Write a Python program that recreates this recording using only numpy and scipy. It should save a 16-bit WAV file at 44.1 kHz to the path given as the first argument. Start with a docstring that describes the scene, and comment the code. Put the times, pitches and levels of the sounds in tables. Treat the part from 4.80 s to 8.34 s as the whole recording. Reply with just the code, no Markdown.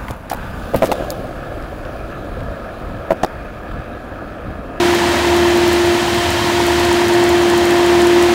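"""An old four-cylinder tractor drives a grain dryer in an open, snowy farmyard.
From the start the engine throbs and knocks, while the dryer's fan drones over rushing air and a burner.
Sharp metal ticks, made of short noise bursts, soon join in. Near 1.4 s drone and knocks are weak.
The burner is strongest near 1.75 s and then fades; the knocks return near 1.8 s, then the drone.
Engine tones and knocks are sines; the drone is two fluttering tones; air and burner are shaped noise."""
import sys
import numpy as np
from scipy import signal
from scipy.fft import rfft, irfft
from scipy.io import wavfile

SR = 44100
rng = np.random.default_rng(int(sys.argv[2]) if len(sys.argv) > 2 else 0)


def store_pcm(level_fs):
    """Save levels as 16-bit WAV."""
    pcm = np.round(np.clip(level_fs, -1, 1) * 32767).astype(np.int16)
    wavfile.write(sys.argv[1], SR, np.atleast_2d(pcm).T)


N = 156114  # length of the scene in samples


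def amp(db):
    """Turns decibels into a gain."""
    return 10 ** (np.asarray(db) / 20)


def unit(x):
    """Scales a signal to an rms (average strength) of 1."""
    return x / np.sqrt(np.mean(abs(x) ** 2) + 1e-20)


def clock():
    """Gives the time of every sample in seconds."""
    return np.arange(N) / SR


def curve(rows, axis=1):
    """Joins one column of a table by straight lines in time."""
    rows = np.array(rows)
    return np.interp(clock(), rows[:, 0], rows[:, axis])


def noise(spectrum):
    """Makes noise of rms 1; only the shape of the spectrum counts, not its overall level."""
    hz, db = np.transpose(spectrum)
    bins_hz = np.fft.rfftfreq(N, 1 / SR)
    shape_db = np.interp(np.log(bins_hz + 1), np.log(hz), db)
    white = rng.standard_normal(N)
    return unit(irfft(rfft(white) * amp(shape_db), N))


def band(hz, width_hz):
    """Makes noise of rms 1 in one resonance; at 0 Hz it is a slow random drift."""
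    off = (np.fft.rfftfreq(N, 1 / SR) - hz) / width_hz
    white = rng.standard_normal(N)
    return unit(irfft(rfft(white) / (1 + 2 * off ** 2), N))


def cycles():
    """Counts the engine cycles turned since the first knock."""
    # engine speed: t/s, four-stroke cycles per second/Hz
    speed = [(0, 9.597), (1.7, 9.597), (2.4, 9.635), (3.54, 9.645)]
    first_cycle_s = .033
    turned = np.cumsum(curve(speed)) / SR
    return turned - np.interp(first_cycle_s, clock(), turned)


def firings():
    """Counts the firings since the first knock: four cylinders fire in each cycle."""
    return 4 * cycles()


def throb(at, sharp):
    """Swells once with every firing, at the given share of the firing interval; rms 1."""
    return unit(np.exp(sharp * np.cos(2 * np.pi * (firings() - at))))


def exhaust_note():
    """Adds sines at multiples of the firing rate to form the low exhaust pulse."""
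    # overtones of the pulse: multiple of the firing rate, level/dB
    exhaust = [(1, -53.5), (2, -33), (3, -39.5), (4, -39.5), (5, -43), (6, -35.5), (7, -41.5), (8, -38)]
    pulse_at = -.09  # share of the firing interval
    angle = 2 * np.pi * (firings() - pulse_at)
    # the root of 2 gives each sine the rms of its level
    return sum(amp(db) * np.sqrt(2) * np.sin(multiple * angle) for multiple, db in exhaust)


def engine():
    """Each firing gives a low exhaust pulse, a puff of gas and a clatter of the engine block."""
    # spectrum of the gas puffs: f/Hz, relative level/dB
    puff = [(40, -40), (90, -19), (125, 4), (160, -4), (220, -5), (400, 2), (700, -8), (1400, -11),
            (6000, -55)]
    # spectrum of the block's clatter: f/Hz, relative level/dB
    clatter = [(500, -15), (1100, -25), (1800, 5.5), (2400, -13.5), (3150, -4), (5000, -11.5), (9000, -17),
               (16000, -40)]
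    puffs = amp(-31) * noise(puff) * throb(at=0.815, sharp=0.94)
    clatters = amp(-32) * noise(clatter) * throb(at=0.98, sharp=0.66)
    return exhaust_note() + puffs + clatters


def knocks():
    """Three short hollow tones, each in a bell-shaped swell, return in every engine cycle."""
    # knocks: share of the cycle, mean f/Hz, mean level/dB before the slow change, half-width/s
    knock_rows = [(0, 932, -11, .0026), (.47, 1400, -22, .002), (.775, 920, -17, .003)]
    # slow change of all knocks: t/s, level/dB
    knock_level = [(0, 0), (.35, 0), (.8, -2.5), (1.35, -4), (1.6, -3.5), (1.82, .5), (2.25, .5),
                   (2.45, -2.5), (2.75, -.5), (3.54, -3)]
    spread_db, detune_share = .6, .005  # random differences between knocks
    t, turned, out = clock(), cycles(), np.zeros(N)
    for share, hz, db, width_s in knock_rows:
        numbers = np.arange(int(turned[-1]) + 1)
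        starts = np.interp(numbers + share, turned, t, right=np.inf)
        for start in starts:
            size, detune = rng.standard_normal(2)
            near = abs(t - start) < 10 * width_s
            u = t[near] - start
            tone = np.sin(2 * np.pi * hz * (1 + detune_share * detune) * u)
            out[near] += amp(db + spread_db * size) * np.exp(-(u / width_s) ** 2) * tone
    return out * amp(curve(knock_level))


def tick_envelope(starts, levels_db):
    """Each tick swells for about a millisecond and leaves a weaker, fading tail."""
    rise_s, tail_db, tail_s = 0.0012, -9, .011
    t = np.arange(SR // 10) / SR
    u = t / rise_s
    swell = u ** 2 * np.exp(2 * (1 - u))
    tail = amp(tail_db) * (1 - np.exp(-u)) * np.exp(-t / tail_s)
    blows = np.zeros(N)
    places = np.clip(np.round(starts * SR).astype(int), 0, N - 1)
    blows[places] = amp(levels_db)
    return signal.fftconvolve(blows, swell + tail)[:N]


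def ticks():
    """Loud metal ticks ring and snap as bursts of noise; faint ones snap once per firing."""
    # loud ticks: t/s, peak/dB (not used), ring level/dB and snap level/dB before the gains below
    tick_rows = [(0.1475, -16, -30, -29), (0.3556, -17, -36, -35), (0.5644, -19, -33, -33),
                 (0.7731, -19, -37, -32), (0.8774, -16, -39, -29), (0.9288, -17, -37, -30),
                 (1.0594, -19, -32, -39), (1.2161, -18, -33, -40), (1.3463, -20, -38, -37),
                 (1.5033, -17, -29, -31), (1.8657, -17, -33, -29), (1.9185, -21, -38, -32),
                 (1.9964, -17, -32, -31), (2.0492, -18, -57, -33), (2.127, -16, -28, -32),
                 (2.2823, -16, -26.5, -33), (2.3356, -19, -30, -39), (2.4384, -15, -29, -34),
                 (2.4902, -16, -27.5, -31), (2.6209, -18, -31, -35), (2.699, -17, -28, -34),
                 (2.7761, -18, -27, -32), (2.8539, -17, -31, -35), (2.9068, -18, -31, -34),
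                 (2.9841, -20, -34, -40), (3.0619, -20, -33, -35), (3.2181, -16, -26, -38),
                 (3.27, -16, -25.5, -38), (3.425, -14, -31, -27)]
    # spectrum of the ring: f/Hz, relative level/dB
    ring = [(3000, -40), (6500, -9), (7150, 1.5), (8000, -4), (8600, -6), (16000, -28)]
    # spectrum of the snap: f/Hz, relative level/dB
    snap = [(2000, -17), (6000, -2), (9000, -2.5), (13000, -2), (16000, -2.5)]
    ring_gain_db, snap_gain_db = 2, 5
    faint_db, faint_spread_db = -46, 4
    starts, _, ring_db, snap_db = np.transpose(tick_rows)
    fired = firings()
    # halfway between whole firing counts
    faint_starts = np.interp(np.arange(int(fired[-1])) - .5, fired, clock())
    faint_levels_db = faint_db + faint_spread_db * rng.standard_normal(len(faint_starts))
    faint = tick_envelope(faint_starts, faint_levels_db)
    loud_ring = tick_envelope(starts, ring_db + ring_gain_db)
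    loud_snap = tick_envelope(starts, snap_db + snap_gain_db)
    return noise(ring) * loud_ring + noise(snap) * (loud_snap + faint)


def flutter():
    """Wanders at random in strength and phase, as turbulent air makes a tone do; rms about 1."""
    width_hz = 14
    return (band(0, width_hz) + 1j * band(0, width_hz)) / np.sqrt(2)


def fan():
    """The passing blades give a tone and its octave, both fluttering in turbulent air."""
    # blade-pass tone: t/s, f/Hz
    fan_pitch = [(0.0, 352.7), (0.06, 348.5), (0.16, 347.8), (2.02, 348.1), (2.57, 349.3), (2.66, 347.9),
                 (3.54, 349.4)]
    # drone before its flutter: t/s, level/dB
    fan_level = [(0.0, -15), (0.15, -13.5), (0.2, -20.5), (0.24, -16.5), (0.37, -21.5), (0.53, -13.5),
                 (1.11, -14), (1.3, -21.5), (1.37, -18), (1.5, -23), (1.54, -21), (1.57, -21), (1.83, -17),
                 (2.24, -15.5), (2.35, -11.5), (2.8, -14), (3.38, -10.5), (3.54, -13.5)]
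    # octave before its flutter: t/s, level/dB
    octave_level = [(0, -24.5), (.45, -30), (1.1, -28.5), (1.8, -26.5), (2.6, -26), (3.3, -26.5),
                    (3.54, -27)]
    turn = np.exp(2j * np.pi * np.cumsum(curve(fan_pitch)) / SR)
    drone = amp(curve(fan_level)) * turn * (1 + .09 * flutter())
    # squaring the turning tone doubles its pitch
    octave = amp(curve(octave_level)) * turn ** 2 * (1 + 0.29 * flutter())
    return np.sqrt(2) * (drone - octave).real


def panels(x):
    """Sheet metal adds one quick echo; its delay shrinks as the listener walks."""
    echo_db, delay_s, shrink_s_per_s = -22.5, .0031, 0.000191
    t = clock()
    echo = np.interp(t - delay_s + shrink_s_per_s * t, t, x)
    return unit(x + amp(echo_db) * echo)


def air_rush():
    """Air rushes through the dryer as shaped noise; its body and treble flicker separately."""
    # spectrum of the rush: f/Hz, relative level/dB
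    rush_spectrum = [(60, -49), (165, -15.5), (200, 0.5), (260, -0.5), (290, -2), (320, -0.5), (380, -5.5),
                     (460, -10.5), (560, -3.5), (660, -2), (820, -5.5), (1200, -8), (1900, -7.5),
                     (2400, -10), (3200, -11.5), (4200, -14), (5600, -18.5), (7000, -21), (9000, -25.5),
                     (12000, -31), (16000, -32.5)]
    # slow changes before the flicker: t/s, body level/dB, treble level/dB
    rush_level = [(0, 2, 0.7), (.7, 0.5, -0.5), (1.4, -1, 0.5), (2, 0, 0.5), (2.55, 0, -1.8),
                  (3.2, 1, -0.5), (3.54, 1, 0)]
    treble_from_hz, flicker_width_hz = 2310, 20
    air = amp(-19) * panels(noise(rush_spectrum))
    lowpass = signal.butter(2, treble_from_hz, fs=SR, output="sos")
    body = signal.sosfiltfilt(lowpass, air)
    treble = air - body
    body_db = curve(rush_level) + .2 * band(0, flicker_width_hz)
    treble_db = curve(rush_level, axis=2) + .25 * band(0, flicker_width_hz)
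    return body * amp(body_db) + treble * amp(treble_db)


def housing():
    """Air and grain keep the steel housing ringing: narrow bands of noise, some swelling in passing."""
    # resonances: f/Hz, width/Hz, level/dB before the swell, t/s when loudest (may lie outside the scene)
    resonances = [(655, 21, -39.5, 0.9), (934, 43, -32, 6), (1043, 31, -36, 3.3), (1293, 33, -45.5, 2.5),
                  (1737, 93, -36.5, -1.5), (1820, 110, -37.5, -2.2), (1980, 130, -38.5, 8),
                  (2640, 69, -43, -4), (3154, 96, -36.5, 2.7), (3930, 180, -45, 7), (4200, 120, -45, 2.5),
                  (7060, 700, -47, 8.5)]
    swell_db, swell_s = 2.5, 0.47  # height and half-width as the listener walks by
    t, out = clock(), np.zeros(N)
    for hz, width_hz, db, loudest_s in resonances:
        swell = np.exp(-((t - loudest_s) / swell_s) ** 2)
        out += amp(db + swell_db * swell) * band(hz, width_hz)
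    return out


def burner():
    """The burner rumbles as low noise that grows and then fades."""
    # spectrum of the rumble: f/Hz, relative level/dB
    burner_spectrum = [(10, -32), (28, -33), (40, -23), (52, -9), (64, -7), (74, 4), (85, 6.5), (105, 4),
                       (135, -5.5), (170, -17), (400, -42.5)]
    # slow change of the rumble: t/s, level/dB before the base level below
    burner_level = [(0, -5), (.3, -1.5), (1.75, 3), (2.4, -1), (3.54, -8)]
    base_db = -29.5
    return amp(base_db + curve(burner_level)) * noise(burner_spectrum)


def dryer():
    """Air rushes through the ringing housing over the rumbling burner."""
    return air_rush() + housing() + burner()


def scene():
    """Tractor and dryer stand side by side in the open air; their sounds add up in one channel."""
    return (engine() + knocks() + ticks() + fan() + dryer())[None]


def record(dry):
    """A steep lowpass removes the highest treble, above about 15.8 kHz."""
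    lowpass = signal.firwin(801, 15800, window=("kaiser", 9), fs=SR)
    return signal.oaconvolve(dry, lowpass[None], "same")


dry = scene()
out = record(dry)
store_pcm(out)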